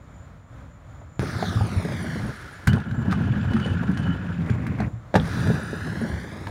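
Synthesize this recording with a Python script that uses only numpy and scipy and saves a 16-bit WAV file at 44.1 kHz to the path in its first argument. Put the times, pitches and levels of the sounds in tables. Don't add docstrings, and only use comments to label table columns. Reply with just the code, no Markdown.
import sys
import numpy as np
from scipy import signal
from scipy.fft import rfft, irfft, next_fast_len
from scipy.io import wavfile
from scipy.ndimage import uniform_filter1d, map_coordinates

SR = 44100
rng = np.random.default_rng(int(sys.argv[2]) if len(sys.argv) > 2 else 0)


def invert_db(x):
    u = np.asarray(x, float) / 20
    return 10 ** u


def log_audio(samples):
    frames = np.atleast_2d(samples).T
    limited = np.clip(frames, -1, 1)
    pcm = np.round(limited * 32767).astype(np.int16)
    wavfile.write(sys.argv[1], SR, pcm)


N = 286893
T = np.arange(N) / SR

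# start in seconds, peak level in dB, pitch in Hz.
THUMPS = [(1.221, -23.5, 88), (1.356, -16.5, 123), (1.558, -9, 111), (1.607, -5, 104.7), (1.763, -9, 92),
          (1.846, -22, 175), (2.084, -16, 155), (2.6775, 2, 137), (2.912, -12, 128.4), (2.979, -6, 140.5),
          (3.074, -10, 189), (3.307, -7, 117), (3.384, -13, 154.6), (3.539, -9.5, 221.6),
          (3.663, -18.5, 177.6), (4.197, -19.5, 189), (4.503, -5.5, 128), (4.666, -17.5, 181.2),
          (4.796, -17, 205), (4.93, -21, 115.5), (5.15, -3, 176.5), (5.365, -22, 143), (5.475, -7, 126.7),
          (5.852, -17.5, 161), (6.013, -18, 224.5)]
# start in seconds, peak level in dB, pitch in Hz.
KNOCKS = [(1.016, -36, 620), (1.231, -18, 376), (1.398, -29, 930), (1.426, -13, 715), (1.572, -24, 1190),
          (1.609, -20, 810), (1.798, -24.5, 634), (1.851, -20.5, 440), (1.888, -26, 580),
          (1.92, -25.5, 563), (2.044, -26.5, 640), (2.675, -25, 750), (2.739, -24, 403),
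          (2.778, -26.5, 800), (3.126, -19, 1240), (3.565, -22, 1300), (3.659, -20.5, 493),
          (4.054, -30.5, 510), (4.497, -23, 386), (4.802, -18, 720), (5.142, -8, 587), (5.1536, -7, 827),
          (5.161, -9, 430), (5.471, -19.5, 393), (5.502, -14.5, 424), (5.598, -25.5, 555),
          (5.731, -19, 385), (6.015, -19.5, 394), (6.047, -25.5, 567), (6.471, -27, 930)]
# start in seconds, peak level in dB, bright part in dB.
CLACKS = [(1.4269, -23.5, -17), (1.849, -29, -2), (1.8848, -28.5, -15), (1.921, -30, -9),
          (2.6716, -20.5, 9.5), (2.6742, -10.5, -49.5), (2.7312, -19.5, -17), (2.8, -32, -9),
          (2.9109, -31, -21), (3.1108, -24, -19), (3.1245, -21, -25), (3.534, -25, -10), (3.5653, -30, -14),
          (3.599, -27, -19), (3.6615, -27, -19), (3.1192, -22, -6), (3.8715, -37, -16), (3.913, -34, -2),
          (3.973, -23, -27), (4.03, -35, -10), (4.46, -35, -5), (4.499, -27, -8), (4.6665, -26, -3),
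          (4.7872, -34, -8), (4.802, -24, -21), (5.1412, -20, -18), (5.1538, -10.5, -26),
          (5.1595, -13, -22), (5.473, -23.5, -5), (6.4695, -26, -10)]
# start in seconds, peak level in dB, pitch in Hz.
RIM_RINGS = [(3.884, -11.5, 180.2), (4.084, -11.5, 172), (4.283, -20, 174.2), (4.387, -16.5, 167.5)]
# start in seconds, peak level in dB, pitch in Hz, 60 dB decay in seconds.
SWAY = [
    (5.17, -28, 48, 0.37),
    (6.12, -20, 74.5, 0.21),
    (2.735, -3, 134, 0.11),
]

# pitch in Hz, width in Hz, level in dB.
WIDE_SHEET_MODES = [(63, 7, -16.5), (91.5, 27, 5.5), (102.3, 61.2, 3.5), (137.2, 34.8, -1)]
# pitch in Hz, width in Hz, level in dB.
RIM_MODES = [(133.8, 17, -8), (171.9, 9.3, 0.5), (207.3, 15.6, -2.5), (255.2, 39.6, -8)]
# pitch in Hz, width in Hz, level in dB.
FRAME_MODES = [(1475, 400, 10), (1350, 2200, -7), (1660, 83, 2)]
# pitch in Hz, width in Hz, level in dB.
COPING_MODES = [(2966, 140, -8), (4570, 120, -18.5)]
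# pitch in Hz, width in Hz, level in dB.
BEARING_MODES = [(9340, 1400, 0)]
# pitch in Hz, width in Hz, level in dB, swells per second.
CRICKETS = [(7000, 60, 3.5, 14), (7270, 92, 2, 11), (7110, 110, -2, 26), (6840, 170, -6, 18)]

# frequency in Hz, level in dB per Hz.
TRAFFIC = [(15, -67), (25, -22), (58, -3.5), (113, -2.5), (241, -16), (269, -13.5), (371, -27), (572, -19),
           (881, -25), (1320, -21.5), (1430, -24.5), (4950, -44.5), (7030, -37.5), (7630, -42.5),
           (15800, -44)]
# frequency in Hz, level in dB per Hz.
RATTLE = [(200, -40), (300, 3), (500, -4.5), (850, -7), (1100, -8), (1500, -31.5)]
# frequency in Hz, level in dB per Hz.
TREAD = [(700, -76), (1200, 10.5), (2200, 4), (3500, -2.5), (5500, -2), (8000, -5.5), (11000, -3.5),
         (15500, -10.5)]
# frequency in Hz, level in dB per Hz.
BRIGHT_BAND = [(2800, -14), (3500, -0.5), (6200, -4.5), (7200, -12.5)]
# frequency in Hz, level in dB per Hz.
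SCRAPE = [(1200, -44), (1900, -6), (2600, 7), (4000, -8.5), (6000, -12.5), (9000, -23), (15500, -57)]
# frequency in Hz, level in dB per Hz.
STEEL_GRIT = [(3000, -33), (4500, -9.5), (6200, 0.5), (7800, -7.5), (8900, 9), (10500, -11), (15500, -30)]
# frequency in Hz, level in dB per Hz.
BOOT = [(700, -21), (1100, 10), (2300, 10), (2800, 0), (4000, -43.5)]
# frequency in Hz, 60 dB decay in seconds.
BOWL = [(150, 0.18), (1500, 0.11), (8000, 0.1)]
# frequency in Hz, level in dB.
MIC = [(20, -12), (45, 2), (2200, -1), (2750, -6), (3500, -1), (6500, -7.5), (8200, -11.5), (9300, -10),
       (10600, -14.5), (15000, -16)]
# time in seconds, delay in milliseconds.
FLOOR_PATH = [(1.2, .25), (1.35, .295), (1.75, .61), (2.05, .78), (2.2, .81), (5.5, .93), (5.75, .915),
              (5.95, .85), (6.5, .64)]

# time in seconds, load on the deck in dB, contact speed in dB.
RIDE = [
    [(1.195, -19, -43), (1.3, -31, -42.5), (1.47, -27, -43), (1.7, -27.5, -43), (2.11, -26.5, -42),
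     (2.27, -24.5, -44), (2.39, -52, -46.5), (2.665, -50, -51.5)],
    [(2.675, -17, -58), (2.75, -16.5, -48.5), (2.85, -33, -55), (2.95, -27, -60), (3.13, -21, -49.5),
     (3.55, -22, -47.5), (4.12, -23, -50.5), (4.25, -29, -51.5), (4.84, -22, -58)],
    [(5.16, -13, -64), (5.2, -21, -46.5), (5.28, -27, -40), (5.52, -18.5, -40.5), (5.63, -32.5, -43.5),
     (6.05, -26.5, -45), (6.28, -35.5, -48), (6.5, -34.5, -50.5)],
]
# peak in seconds, level in dB, rise in dB per second, fall in dB per second.
PIPE_SINGS = [(2.68, -36, 909, 177), (3.3, -51, 25, 63), (3.66, -39, 72, 128), (4.08, -44, 72, 95)]
# peak in seconds, level in dB, rise in dB per second, fall in dB per second.
BOOT_DRAGS = [(4.5, -39.5, 120, 70), (4.68, -49, 201, 120), (4.84, -37.5, 130, 615)]
# peak in seconds, level in dB, rise in dB per second, fall in dB per
BRIGHT_SWELLS = [(1.31, -44, 60, 90), (1.46, -37, 90, 66.6), (5.38, -38.5, 125, 100), (6.03, -54, 25, 30)]

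CUT_S, GRIND_S, HOP_S = 1.1946, (2.6735, 4.88), (4.875, 5.16)
TAKEOFF_S, TURNED_S = 2.2, 5.3
HOP_T60_S, TOUCH_S = 0.11, 0.054

TRAFFIC_DB = (-44.5, -45)
CRICKET_DB, CHORUS_SWING_DB = -63, 3
STIFF_SHARE = (0.46, 0.46, 0.48)
RATTLE_DB, RATTLE_GROWS = (-13.5, -17, -14), 0.51
FRAME_DB, FRAME_GROWS = (4, 12, 6), (0.45, 0.52)
SLOWING_S, SLOWING_DB_PER_S = 4.2, -29
MIRROR_SHARE = 0.65
MIRROR_CLEAR_S = (1.1, 0.17)
ALOFT_SHARE = 0.24
TICKS_PER_S, TICK_DB, TICK_SCATTER_DB = 36, 5.5, 4.5
THUMP_T60_S, HARD_DAMPS, RIM_T60_S = 0.072, 0.34, 0.25
CLACK_HZ, CLACK_T60_S, STEEL_DULLS_DB = (1660, 1546), 0.023, -5
GRIT_DB, GRIT_STIRRED_DB, GRIT_RISE_S, GRIT_T60_S = -15, 9, 0.012, 0.25


def unit(x):
    return x / np.sqrt(np.mean(x ** 2) + 1e-20)


def along(points, hz):
    f, value = np.transpose(points)
    return np.interp(np.log(hz + 1), np.log(f + 1), value)


def curves(rows):
    s, *columns = np.transpose(rows)
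    return [np.interp(T, s, column) for column in columns]


def wobble(rate):
    knots = rng.standard_normal(int(N * 400 / SR) + 4)
    return map_coordinates(knots, [np.arange(N) * rate / SR])


def filtered(x, response):
    size = next_fast_len(N + 8192)
    hz = np.fft.rfftfreq(size, 1 / SR)
    return irfft(rfft(x, size) * response(hz), size)[:N]


def shape(points):
    return lambda hz: invert_db(along(points, hz))


def modes(rows):
    def response(f):
        total = 0
        for k, (center, width, db) in enumerate(rows):
            resonance = 1j * f * width / (center * center - f * f + 1j * f * width)
            total = total + (-1) ** k * invert_db(db) * resonance
        return total
    return response


def sharp_modes(rows):
    return lambda f: modes(rows)(f) ** 2


def grit(response, lumpy_db, rate):
    force = invert_db(lumpy_db * wobble(rate)) * rng.standard_normal(N)
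    return unit(filtered(force, response))


def add(track, s, sound):
    part = track[round(s * SR):][:len(sound)]
    part += sound[:len(part)]


def ring(hz, t60, attack, size=SR // 4):
    t = np.arange(size) / SR
    return np.sin(2 * np.pi * hz * t) * invert_db(-60 * t / t60) * (1 - np.exp(-t / attack))


def phases(*values):
    after = np.where(T < HOP_S[1] - TOUCH_S, values[1], values[2 % len(values)])
    return np.where(T < GRIND_S[0], values[0], after)


def on_coping():
    return (T > GRIND_S[0]) & (T < GRIND_S[1])


def ride():
    leaving = (T - HOP_S[0]) / HOP_T60_S
    returning = (HOP_S[1] - T) / TOUCH_S
    aloft_db = -60 * np.clip(np.minimum(leaving, returning), 0, None)
    load_db, speed_db = curves(sum(RIDE, []))
    return load_db + aloft_db, speed_db + 3 * aloft_db


def swells(rows):
    gain = 0
    for s, db, rise, fall in rows:
        drop_db = np.where(T < s, rise * (s - T), fall * (T - s))
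        gain = gain + invert_db(db - drop_db)
    return gain


def night():
    traffic_db = np.where(T < CUT_S, *TRAFFIC_DB)
    traffic = invert_db(traffic_db) * grit(shape(TRAFFIC), lumpy_db=1.86, rate=11)
    chorus = np.zeros(N)
    for hz, width, db, rate in CRICKETS:
        chorus += invert_db(db) * grit(sharp_modes([(hz, width, 0)]), lumpy_db=4.0, rate=rate)
    chorus_db = CRICKET_DB + CHORUS_SWING_DB * wobble(5.06)
    return traffic + invert_db(chorus_db) * unit(chorus)


def joint_knocks():
    track = np.zeros(N)
    for s, db, hz in KNOCKS:
        knock = ring(hz, t60=0.016, attack=0.0013, size=1500)
        knock += 0.5 * ring(1.418 * hz, t60=0.014, attack=0.0032, size=1500)
        knock += 0.5 * ring(0.643 * hz, t60=0.018, attack=0.0021, size=1500)
        add(track, s, invert_db(db + 8.5) * knock)
    return track


def bowl(x):
    hz, t, z = signal.stft(rng.standard_normal(SR // 2), SR, nperseg=256)
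    decay = invert_db(-60 * t / along(BOWL, hz)[:, None])
    tail = signal.istft(z * decay, SR, nperseg=256)[1]
    late = np.pad(x, (250, 0))
    return signal.fftconvolve(late, tail / np.linalg.norm(tail))[:N]


def deck_boom():
    def band(f):
        return f ** 2 / (f ** 2 + 55 ** 2) / (1 + (f / 330) ** 4)

    wide = grit(lambda f: modes(WIDE_SHEET_MODES)(f) * band(f), lumpy_db=1.0, rate=33)
    rim = grit(lambda f: modes(RIM_MODES)(f) * band(f), lumpy_db=1.5, rate=47)
    turn = phases(*STIFF_SHARE) * np.pi / 2
    boom = np.cos(turn) * wide + np.sin(turn) * rim
    swell = np.abs(uniform_filter1d(boom ** 2, size=3000)) + 1e-3
    load_db, _ = ride()
    return invert_db(load_db - 3.5) * unit(boom / swell ** 0.13)


def sheet_rattle():
    load_db, _ = ride()
    level_db = phases(*RATTLE_DB) - 27 + RATTLE_GROWS * (load_db + 27)
    return invert_db(level_db + 1.0) * grit(shape(RATTLE), lumpy_db=3.0, rate=72)


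def wheel_tread():
    tread = grit(shape(TREAD), lumpy_db=1.0, rate=170)
    return tread + invert_db(-17.5) * grit(sharp_modes(BEARING_MODES), lumpy_db=3.0, rate=330)


def skate_frame():
    _, speed_db = ride()
    level_db = phases(*FRAME_DB) - 45.5 + phases(*FRAME_GROWS) * (speed_db + 43.5)
    level_db += on_coping() * SLOWING_DB_PER_S * np.clip(T - SLOWING_S, 0, None)
    noise = grit(sharp_modes(FRAME_MODES), lumpy_db=2.5, rate=120)
    return invert_db(level_db - 3.0) * noise * invert_db(0.28 * on_coping() * wobble(14))


def mirrored(x):
    path_ms, = curves(FLOOR_PATH)
    facing = 0.5 + (T - CUT_S) / MIRROR_CLEAR_S[0]
    run_up = np.where(T < TAKEOFF_S, facing, ALOFT_SHARE)
    roll_away = (T - TURNED_S) / MIRROR_CLEAR_S[1]
    strength = MIRROR_SHARE * np.clip(phases(run_up, 0, roll_away), 0, 1)
    copy = filtered(x, lambda hz: 1 / (1 + (hz / 12000) ** 4))
    return x - strength * map_coordinates(copy, [np.arange(N) - path_ms * SR / 1000], order=3)


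def bearing_ticks():
    track = np.zeros(N)
    _, speed_db = ride()
    gap, size, tune = rng.standard_normal((3, 400))
    times = CUT_S + np.cumsum(np.abs(gap)) / TICKS_PER_S
    for s, size_here, tune_here in zip(times, size, tune):
        if s < GRIND_S[0] or HOP_S[1] < s < N / SR:
            db = speed_db[int(s * SR)] + TICK_DB + TICK_SCATTER_DB * size_here
            add(track, s, invert_db(db) * ring(9650 + 290 * tune_here, t60=0.024, attack=0.00012, size=1500))
    return track


def deck_thumps():
    track = np.zeros(N)
    blows = [(s, db, hz, THUMP_T60_S * invert_db(-HARD_DAMPS * db)) for s, db, hz in THUMPS]
    blows += [(*row, RIM_T60_S) for row in RIM_RINGS]
    for s, db, hz, t60 in blows + SWAY:
        thump = ring(hz, t60, attack=0.0048)
        thump += 0.29 * ring(1.55 * hz, 1.15 * t60, attack=0.0077)
        add(track, s, invert_db(db - 0.16) * thump)
    return track


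def bright_swells():
    return swells(BRIGHT_SWELLS) * grit(shape(BRIGHT_BAND), lumpy_db=2.0, rate=65)


def clacks():
    track, t = np.zeros(N), np.arange(SR // 4) / SR
    low = signal.butter(1, [1000, 3800], "band", fs=SR, output="sos")
    high = signal.butter(2, [5500, 14000], "band", fs=SR, output="sos")
    burst = invert_db(-60 * t / CLACK_T60_S) * (1 - np.exp(-t / 0.0018))
    for s, db, bright_db in CLACKS:
        noise = rng.standard_normal(len(t))
        sliding = GRIND_S[0] + 0.1 < s < GRIND_S[1]
        bright = invert_db(bright_db + STEEL_DULLS_DB * sliding) * unit(signal.sosfilt(high, noise))
        crack = unit(signal.sosfilt(low, noise)) + bright
        hz = CLACK_HZ[int(GRIND_S[0] < s < GRIND_S[1])]
        frame = 1.66 * ring(hz, 0.5 * CLACK_T60_S, attack=0.00015)
        add(track, s, invert_db(db - 1.5) * (burst * crack + frame))
    return track


def stirred():
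    gain, t = np.ones(N), np.arange(SR // 4) / SR
    cloud = invert_db(GRIT_STIRRED_DB - 60 * t / GRIT_T60_S) * (1 - np.exp(-t / GRIT_RISE_S))
    for s, *_ in CLACKS:
        add(gain, s - GRIT_RISE_S, cloud)
    return gain


def coping_scrape():
    scrape = grit(shape(SCRAPE), lumpy_db=2.5, rate=140)
    crushed = grit(shape(STEEL_GRIT), lumpy_db=5.5, rate=120)
    return scrape + invert_db(GRIT_DB + 2.9 * wobble(22.04)) * stirred() * crushed


def coping_pipe():
    return on_coping() * swells(PIPE_SINGS) * grit(sharp_modes(COPING_MODES), lumpy_db=3.5, rate=30)


def boot_drag():
    return on_coping() * swells(BOOT_DRAGS) * grit(shape(BOOT), lumpy_db=2.5, rate=180)


def buckle():
    track = np.zeros(N)
    add(track, 5.1992, invert_db(-17) * ring(3400, t60=0.006, attack=0.00013))
    return track


def skates():
    _, speed_db = ride()
    contact = np.where(on_coping(), coping_scrape(), wheel_tread())
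    hiss = invert_db(speed_db + phases(2.9, 1.55)) * contact
    direct = sheet_rattle() + coping_pipe() + boot_drag()
    return direct + mirrored(hiss + skate_frame() + bright_swells())


def scene():
    hits = joint_knocks() + bearing_ticks() + deck_thumps() + clacks() + buckle()
    hits = filtered(hits, lambda f: 1j * f / (50 + 1j * f))
    riding = (T > CUT_S) * (deck_boom() + skates())
    return (night() + riding + hits + invert_db(-8) * bowl(hits))[None]


def band_limit(x):
    return signal.sosfilt(signal.butter(12, 16480, fs=SR, output="sos"), x)


def record(dry):
    coloured = filtered(dry[0], lambda hz: shape(MIC)(hz) * (hz < 15830))
    held = coloured / (1 + np.abs(coloured / 0.68) ** 4) ** (1 / 4)
    return band_limit(held[None])


dry = scene()
out = record(dry)
log_audio(out)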